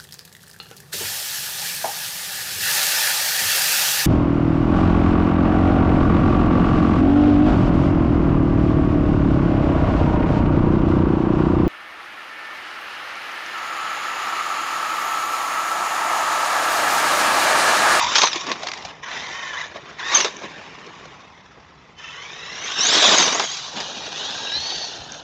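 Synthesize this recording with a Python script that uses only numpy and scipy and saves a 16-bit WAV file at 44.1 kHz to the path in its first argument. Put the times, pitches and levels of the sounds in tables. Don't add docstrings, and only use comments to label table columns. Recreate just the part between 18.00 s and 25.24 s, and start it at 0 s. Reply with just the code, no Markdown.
import sys
import numpy as np
from scipy import signal
from scipy.fft import rfft, irfft, next_fast_len
from scipy.io import wavfile
from scipy.ndimage import uniform_filter1d

SR = 44100
rng = np.random.default_rng(int(sys.argv[2]) if len(sys.argv) > 2 else 0)


def waveform_to_disk(signal):
    frames = np.transpose(np.atleast_2d(signal))
    scaled = np.clip(frames, -1, 1) * 32767
    samples = np.round(scaled).astype(np.int16)
    wavfile.write(sys.argv[1], SR, samples)


N = 319131
TIME = np.arange(N) / SR


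def amp(db):
    return 10 ** (np.asarray(db) / 20)


def unit(x):
    return x / np.sqrt(np.mean(x ** 2) + 1e-20)


def read(points, hz):
    f, value = np.transpose(points)
    return np.interp(np.log(hz + 1), np.log(f + 1), value)


def curves(rows, t):
    s, *columns = np.transpose(rows)
    return [np.interp(t, s, c) for c in columns]


def lift(modes, hz):
    return sum(db / (1 + (2 * (hz - f) / width) ** 2) for f, width, db in modes)


def add(mix, s, sound):
    part = mix[max(round(s * SR), 0):][:len(sound)]
    part += sound[:len(part)]


def wander(n, hz):
    size = next_fast_len(n)
    f = np.fft.rfftfreq(size, 1 / SR)
    spectrum = rfft(rng.standard_normal(size)) / (1 + (f / hz) ** 4)
    return unit(irfft(spectrum, size)[:n])


def band(x, lo_hz, hi_hz, order=2):
    sos = signal.butter(order, [lo_hz, min(hi_hz, .45 * SR)], "band", fs=SR, output="sos")
    return signal.sosfilt(sos, x)


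def grains(per_s, spread_db):
    size = amp(spread_db * np.minimum(rng.exponential(1, N), 4))
    return unit(size * rng.choice([-1, 1], N) * (rng.random(N) < per_s / SR))


# time in seconds, gear mesh in Hz, whine level in dB before the gear-case response, drive in dB.
LANDING = [(0, 926, -33.5, -24), (.075, 1031, -31, -26), (.14, 1591, -35, -25.5),
           (.165, 3437, -24.5, -18.5), (.2, 2964, -31.5, -23.5), (.25, 3064, -22.5, -24.5),
           (.29, 2964, -34, -27.5), (.33, 2600, -30.5, -37), (.42, 2280, -49, -31)]
TURN = [(1.033, 1786, -39, -38), (1.07, 1413, -33.5, -41), (1.144, 2413, -40, -34),
        (1.192, 1880, -41, -36.5), (1.256, 2122, -34.5, -40), (1.291, 1710, -41, -38),
        (1.379, 1868, -34.5, -38.5), (1.5, 1760, -34.5, -39), (1.565, 1622, -30, -37.5),
        (1.599, 2190, -31.5, -36.5), (1.63, 1640, -28.5, -38.5), (1.664, 1914, -40, -41.5)]
BLIP = [(1.99, 2234, -34, -36), (2.013, 1421, -29.5, -38.5), (2.041, 1790, -32, -37),
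        (2.115, 1908, -29, -29), (2.139, 2480, -29, -25), (2.151, 3243, -14, -24.5),
        (2.17, 3023, -18, -25.5), (2.195, 3445, -30, -25), (2.214, 2970, -21, -32), (2.265, 2450, -46, -32)]
RUN_UP = [(3.985, 1247, -45.5, -45.5), (4.1, 1311, -45.5, -43), (4.2, 1501, -44, -43),
          (4.34, 1832, -44.5, -42), (4.589, 2056, -41, -37.5), (4.68, 2350, -41, -29.5),
          (4.755, 2790, -38, -28.5), (4.795, 2640, -26.5, -27.5), (4.849, 3127, -26, -21),
          (4.957, 4120, -20.5, -17)]
JUMP = [(4.945, 4354, -15, -18), (4.995, 4075, -17.5, -17), (5.051, 3383, -12.5, -16),
        (5.11, 3786, -14.5, -17), (5.151, 3254, -21, -18), (5.24, 3097, -18.5, -19.5),
        (5.321, 2892, -29, -26), (5.382, 3490, -26.5, -33), (5.48, 3188, -32, -32),
        (5.562, 3260, -35, -30.5), (5.741, 2970, -61, -37)]
AWAY_RUN = [(5.76, 2465, -51.5, -35.5), (6.14, 2427, -48, -35), (6.2, 2921, -34, -31),
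            (6.379, 3880, -39, -33), (6.51, 3823, -30, -34.5), (6.556, 4010, -22.5, -35.5),
            (6.6, 4302, -30, -30.5), (6.75, 4543, -27.5, -31), (6.86, 4440, -30, -34),
            (6.92, 4300, -50, -37), (7.2, 3670, -67, -47)]
ROUGHNESS = [.8, .06, .1, .5, 1.0, .22]
# multiple of the mesh rate, level in dB against the mesh tone before the resonances.
GEAR_ORDERS = [(0.423, -20), (.5, -22.5), (0.601, -20.5), (0.749, -17.5), (1.15, -15)]
# centre in Hz, width in Hz, lift in dB.
PANELS = [(1110, 75, 10.5), (1628, 77, 14)]
# frequency in Hz, gain in dB.
GEAR_RING = [(800, 0), (1000, 11.5), (1300, -5.5), (1720, -2.5), (2200, 0), (2600, -2.5), (3100, -9),
             (3600, -3.5), (4400, -6), (5000, -7), (5600, 4), (6300, 8), (7200, -1.5), (8200, 1)]
PINION_TEETH, TEETH_PER_WHEEL_TURN = 13, 62
SECOND_STAGE = 1.37


def whine(rows, rough, octave_db, stage_db, fuzz=1.0, runout=0.28, stage_octave_db=-8,
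          behind_db=-14, shade_hz=4000, patchy_db=5.0):
    t = np.arange(rows[0][0], rows[-1][0], 1 / SR)
    n = len(t)
    hz, whine_db, _ = curves(rows, t)
    wheel = np.sin(2 * np.pi * np.cumsum(hz) / SR / TEETH_PER_WHEEL_TURN + 0.67 * wander(n, 12))
    flutter = .02 * wander(n, 35) + .01 * wander(n, 150) + .015 * wheel
    binding = wheel * np.minimum(2000 / hz, 1) ** 2
    binding_db, sag = 3.5 * binding, .01 * binding
    phase = 2 * np.pi * np.cumsum(hz * (1 + rough * flutter + sag)) / SR

    tones = [(1, 0), (2, octave_db + binding_db)]
    tones += [(SECOND_STAGE, stage_db), (2 * SECOND_STAGE, stage_db + stage_octave_db)]
    tones += [(k, db + lift(PANELS, k * hz)) for k, db in GEAR_ORDERS]
    away = leaving(t)
    out = np.zeros(n)
    for k, db in tones:
        backlash = 1 + rough * fuzz * (wander(n, 180) + 1j * wander(n, 200))
        throb = 1 + runout * np.cos(phase / PINION_TEETH + 2 * np.pi * rng.random())
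        load = amp(binding_db + patchy_db * np.sqrt(rough) * np.tanh(wander(n, 27)))
        shade_db = behind_db * np.maximum(np.log2(k * hz / shade_hz), 0)
        ring_db = read(GEAR_RING, k * hz) * (1 - away) + shade_db * away
        tone = unit((backlash * np.exp(1j * k * phase)).real * throb * load)
        out += amp(whine_db + db + ring_db) * tone
    return t[0], out * signal.windows.tukey(n, .04)


# start in seconds, length in seconds, level in dB.
SINGING = [(1.3, 0.28, -45.5), (3.955, 0.32, -43.5)]
CHOPPER_HZ = 3050


def chopper(octave_db=-17, load_db=4.0):
    phase = 2 * np.pi * CHOPPER_HZ * TIME + .5 * wander(N, 30)
    current = amp(load_db * wander(N, 45))
    gate = np.zeros(N)
    for s, length, db in SINGING:
        add(gate, s, amp(db) * signal.windows.tukey(round(length * SR), .3))
    return gate * unit(current * (np.sin(phase) + amp(octave_db) * np.sin(2 * phase)))


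# frequency in Hz, relative level in dB per Hz.
CLOSE = [(59, -46), (100, -27.5), (270, -5), (550, -9.5), (651, 1), (742, -4.5), (1060, -7), (2700, -5.5),
         (3450, -4), (5200, -4), (6390, 1.5), (8790, -10), (11400, -62.5), (19300, -120)]
TURNING = [(59, -45), (100, -10), (151, -7.5), (270, -12), (407, -7.5), (456, -2.5), (929, -4), (1380, -3),
           (1930, 2), (2370, -6), (3710, -18), (4310, -27), (6270, -12.5), (7150, -20.5), (8790, -42.5),
           (11400, -78), (19300, -120)]
COASTING = [(59, -52), (100, -15), (157, -1), (255, -9.5), (378, -5), (447, -6), (715, -2.5), (878, -3.5),
            (964, -4), (1040, -3.5), (2080, 0.5), (4080, -21), (5820, -17.5), (6510, -15.5), (8790, -32),
            (11400, -76), (19300, -120)]
AWAY = [(59, -31), (100, -17), (224, -14), (275, -10.5), (728, -5.5), (1280, -16.5), (1660, -13),
        (2080, -23), (2700, -14), (3510, -7), (3860, -5), (4480, -12.5), (4740, -12.5), (6510, -16),
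        (8790, -25.5), (11400, -71), (19300, -120)]
# centre in Hz, width in Hz, lift or cut in dB.
CASE = [(425.6, 51, 4), (1095, 290, 5), (3780, 660, 6.5), (6435, 690, -10)]


def running(bursts, mesh_hz, shake_db=1.29, chatter=0.16, low_hz=800, high_hz=2800,
            patchy_db=2.7, ripple_db=1.95, ruts_db=1.86):
    bumps = amp(shake_db * wander(N, 57))
    turns = np.cumsum(mesh_hz) / SR / PINION_TEETH
    scrape = 1 + chatter * np.cos(2 * np.pi * turns)
    tyres = unit(grains(2500, 3.33) * bumps * amp(ruts_db * wander(N, 21)))
    chassis = unit((grains(1800, 2.5) + 0.84 * rng.standard_normal(N)) * bumps)
    rasp = unit((grains(3000, 2.6) + 1.2 * rng.standard_normal(N)) * bumps * scrape)
    hz, t, z = signal.stft(np.array([tyres, chassis, rasp]), SR, nperseg=512, noverlap=384)

    gains, shares = work(bursts, t)
    poses = (CLOSE, TURNING, COASTING, AWAY)
    colour_db = sum(np.outer(read(c, hz), share) for c, share in zip(poses, shares))
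    colour_db = colour_db + np.outer(lift(CASE, hz), 1 - shares[3])
    patches, ripples = rng.standard_normal((2, len(hz), len(t)))
    patches = unit(uniform_filter1d(uniform_filter1d(patches, size=7, axis=1), size=3, axis=0))
    ripples = unit(uniform_filter1d(uniform_filter1d(ripples, size=120, axis=1), size=2, axis=0))
    colour = amp(colour_db + patchy_db * patches + ripple_db * ripples)

    below, above = 1 / (1 + (hz / low_hz) ** 8), 1 - 1 / (1 + (hz / high_hz) ** 12)
    ranges = (below, (1 - below) * (1 - above), above)
    out = 0
    for source, share, gain in zip(z, ranges, gains):
        body = colour * np.sqrt(share)[:, None]
        out = out + source * gain * body / np.sqrt(np.mean(body ** 2, 0))
    return band(signal.istft(out, SR, nperseg=512, noverlap=384)[1][:N], 110, 16000)


# time in seconds, level in dB.
ROLLING = [(0, -37), (.2, -34.5), (.33, -40.5), (.6, -39), (.87, -41.5), (1.01, -51), (1.13, -40),
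           (1.4, -43.5), (2.03, -46.5), (2.18, -28.5), (2.33, -42), (3.05, -46), (3.5, -54), (3.95, -55),
           (4.7, -42), (5.1, -20), (5.38, -28.5), (5.85, -40), (6.35, -39.5), (7.24, -44)]
# centre in seconds, half length in seconds, level in dB.
SKIDS = [(0.239, 0.0096, -20.5), (0.355, 0.0096, -31.5), (0.498, 0.033, -31.5), (1.764, 0.016, -39),
         (1.896, .02, -44), (2.26, 0.019, -30), (2.443, 0.012, -36), (4.962, 0.018, -26.5),
         (5.296, 0.011, -38), (5.36, 0.011, -33), (5.44, .01, -36), (5.783, 0.039, -36)]
# rattle in dB against drive,
# octave in dB against whine, second gear stage in dB against whine.
BALANCE_DB = [(-2, -4, -2.5), (2.5, -9.5, -14.5), (2, -4.5, -16), (-3.5, 0.5, 2.5), (-5.5, -8, -18.5),
              (-6.5, -10, -6)]
FAR_DB, NEAR_DB = -45.5, -31.5
TAKE_OFF_S, TOUCH_DOWN_S, AIRBORNE_DB = 5.455, 5.75, -14


def work(bursts, t, loose_db=1.5, grit_db=-2.5, close_grit_db=2.0, spring_s=0.011):
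    rolling_db, = curves(ROLLING, t)
    airborne = np.clip(np.minimum(t - TAKE_OFF_S, TOUCH_DOWN_S - t) / spring_s + .5, 0, 1)
    skids = sum(amp(db) * np.exp(-.5 * ((t - s) / length) ** 2) for s, length, db in SKIDS)
    wheels = np.hypot(amp(rolling_db + AIRBORNE_DB * airborne), skids)

    drives = np.array([throttle(rows, t) for rows in bursts])
    drive = drives.max(0)
    rattle = (drives * amp(BALANCE_DB)[:, :1]).max(0)
    close = np.clip((rolling_db - FAR_DB) / (NEAR_DB - FAR_DB), 0, 1)
    away = leaving(t)
    powered = drive ** 2 / (drive ** 2 + wheels ** 2)

    chassis = np.hypot(wheels * amp(loose_db), rattle)
    rasp = np.hypot(wheels * amp(grit_db + close_grit_db * close), drive)
    facing = (1 - away) * np.array([close, (1 - close) * powered, (1 - close) * (1 - powered)])
    return (wheels, chassis, rasp), [*facing, away]


SPIN_UP_DB_PER_S, SPIN_DOWN_DB_PER_S = 1801, 451


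def throttle(rows, t):
    early, late = np.maximum(rows[0][0] - t, 0), np.maximum(t - rows[-1][0], 0)
    drive_db = curves(rows, t)[2]
    return amp(drive_db - SPIN_UP_DB_PER_S * early - SPIN_DOWN_DB_PER_S * late)


LEAVE_S = 0.37


def leaving(t):
    return np.clip((t - TAKE_OFF_S) / LEAVE_S, 0, 1)


# start in seconds, clatter in dB and boom of the shell in dB
# (both before the trims in knock), boom pitch in Hz.
BLOWS = [(.155, 4.5, -33.5, 864), (.169, -17, -28, 1120), (.182, 4, -31, 1080), (0.217, 4, -15, 1030),
         (.233, 2.5, -3, 900), (.249, -14, -18, 961), (.358, -8.5, -24.5, 360), (.466, -15, -24, 366),
         (0.516, -29, -34, 988), (0.632, -13.5, -21.5, 696), (.774, -19, -38, 313), (0.85, -15, -26, 720),
         (1.758, -35, -31.5, 635), (2.203, -1.5, -21, 859), (2.245, -4.5, -17, 462),
         (2.865, -30, -42, 1100), (3.054, -29, -33, 576), (5.332, -23, -25, 720), (5.396, -2, -12, 902),
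         (5.765, -22, -26, 700), (5.802, -8.5, -23, 670)]


def knock(s, db, boom_db, boom_hz, t60=0.06, clack_db=-12, shell_db=-1, rise=0.00032):
    t = np.arange(SR // 4) / SR
    clack = unit(band(rng.standard_normal(len(t)), 730, 5900))
    boom = unit(band(rng.standard_normal(len(t)), boom_hz * 0.82, boom_hz * 1.17))
    fade = amp(-60 * t / max(t60, .01)) * (1 - np.exp(-t / rise))
    return s, fade * (amp(db + clack_db) * clack + amp(boom_db + shell_db) * boom)


# start in seconds, peak level in dB before the trim in ping, nominal ring in Hz.
CHIRPS_AND_PEBBLES = [(0.2716, -6, 6200), (0.3301, -9, 5240), (0.5158, -5, 4700), (0.525, -14, 4020),
                      (0.6693, -12.5, 4630), (0.685, -14, 5100), (0.7157, -14.5, 6020), (0.7347, -15, 6000),
                      (0.823, -25, 5730)]


def ping(s, db, hz, t60=0.021, tick=0.21, level_db=-2):
    t = np.arange(SR // 12) / SR
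    ring = unit(band(rng.standard_normal(len(t)), hz * 0.94, hz * 0.943))
    crack = unit(band(rng.standard_normal(len(t)), 770, 4940))
    sound = (ring + tick * crack) * amp(-60 * t / t60) * (1 - np.exp(-t / 0.0012))
    return s, amp(db + level_db) * sound / abs(sound).max()


# delay in seconds, gain as a signed factor.
BOUNCES = [(.0021, 0.081), (.0048, -0.055), (.009, 0.15)]


def ground(x):
    out = x.copy()
    for delay, gain in BOUNCES:
        add(out, delay, gain * x)
    return out / np.sqrt(1 + sum(gain ** 2 for _, gain in BOUNCES))


def trees(x, t60=0.32):
    t = np.arange(SR // 2) / SR
    hits = (rng.random(len(t)) < 1500 / SR) * (t > .012)
    taps = rng.standard_normal(len(t)) * hits * amp(-60 * t / t60)
    return signal.fftconvolve(x, taps / np.linalg.norm(taps))[:N]


# start in seconds, peak level in dB.
BIRD = [(2.3674, -28), (2.3723, -40), (7.1202, -25), (7.1216, -25)]


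def bird(start_hz=6700, end_hz=5100, length=0.0026, echo_db=-3):
    t = np.arange(0, length, 1 / SR)
    sweep = np.sin(2 * np.pi * np.cumsum(np.linspace(start_hz, end_hz, len(t))) / SR)
    out = np.zeros(N)
    for s, db in BIRD:
        add(out, s, amp(db) * sweep * np.sin(np.pi * np.sqrt(t / length)))
    return out + amp(echo_db) * trees(out)


# frequency in Hz, relative level in dB per Hz.
AIR = [(15, -65.5), (25, -32.5), (60, -8.5), (114, -10), (153, -3.5), (209, -13), (308, -13), (453, -20.5),
       (1050, -14.5), (1280, -16.5), (1370, -26.5), (3790, -36), (8000, -51), (10400, -74), (17600, -120)]
# centre in seconds, level in dB, half length in seconds.
PUFFS = [(0.058, -38, 0.027), (0.86, -46, 0.018), (6.588, -41, 0.036), (6.77, -39, 0.0093),
         (7.014, -41.5, 0.017), (7.133, -56, 0.071)]


def woodland(air_db=-51):
    size = next_fast_len(N)
    hz = np.fft.rfftfreq(size, 1 / SR)
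    air = irfft(rfft(rng.standard_normal(size)) * amp(read(AIR, hz)), size)[:N]
    gusts = sum(amp(db) * np.exp(-((TIME - s) / length) ** 2) for s, db, length in PUFFS)
    wind = unit(band(rng.standard_normal(N), 51, 160, order=3))
    return amp(air_db) * unit(air) + gusts * wind


def scene(echo_db=-15):
    bursts = [LANDING, TURN, BLIP, RUN_UP, JUMP, AWAY_RUN]
    gears, mesh_hz = np.zeros(N), np.zeros(N)
    for rows, rough, (_, octave_db, stage_db) in zip(bursts, ROUGHNESS, BALANCE_DB):
        add(gears, *whine(rows, rough, octave_db, stage_db))
        mesh_hz = np.where(TIME >= rows[0][0], curves(rows, TIME)[0], mesh_hz)
    truck = ground(gears) + chopper()
    for row in BLOWS:
        add(truck, *knock(*row))
    out = truck + amp(echo_db) * trees(truck)
    for row in CHIRPS_AND_PEBBLES:
        add(out, *ping(*row))
    return (out + running(bursts, mesh_hz) + bird() + woodland())[None]


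# frequency in Hz, gain in dB.
MIC = [(0, -1), (6600, 1), (7200, -7), (7900, -18), (8600, -22), (9200, -33.5)]
EDGE_HZ = 8950


def record(dry):
    size = next_fast_len(N + 2048)
    hz = np.fft.rfftfreq(size, 1 / SR)
    clipped = np.clip(dry, -.73, .73)
    response = amp(np.interp(hz, *np.transpose(MIC)))
    dull = irfft(rfft(clipped, size) * response, size)[:, :N]
    edge = signal.firwin(511, EDGE_HZ, window=("kaiser", 9), fs=SR)
    return signal.oaconvolve(dull, edge[None], "same")


dry = scene()
out = record(dry)
waveform_to_disk(out)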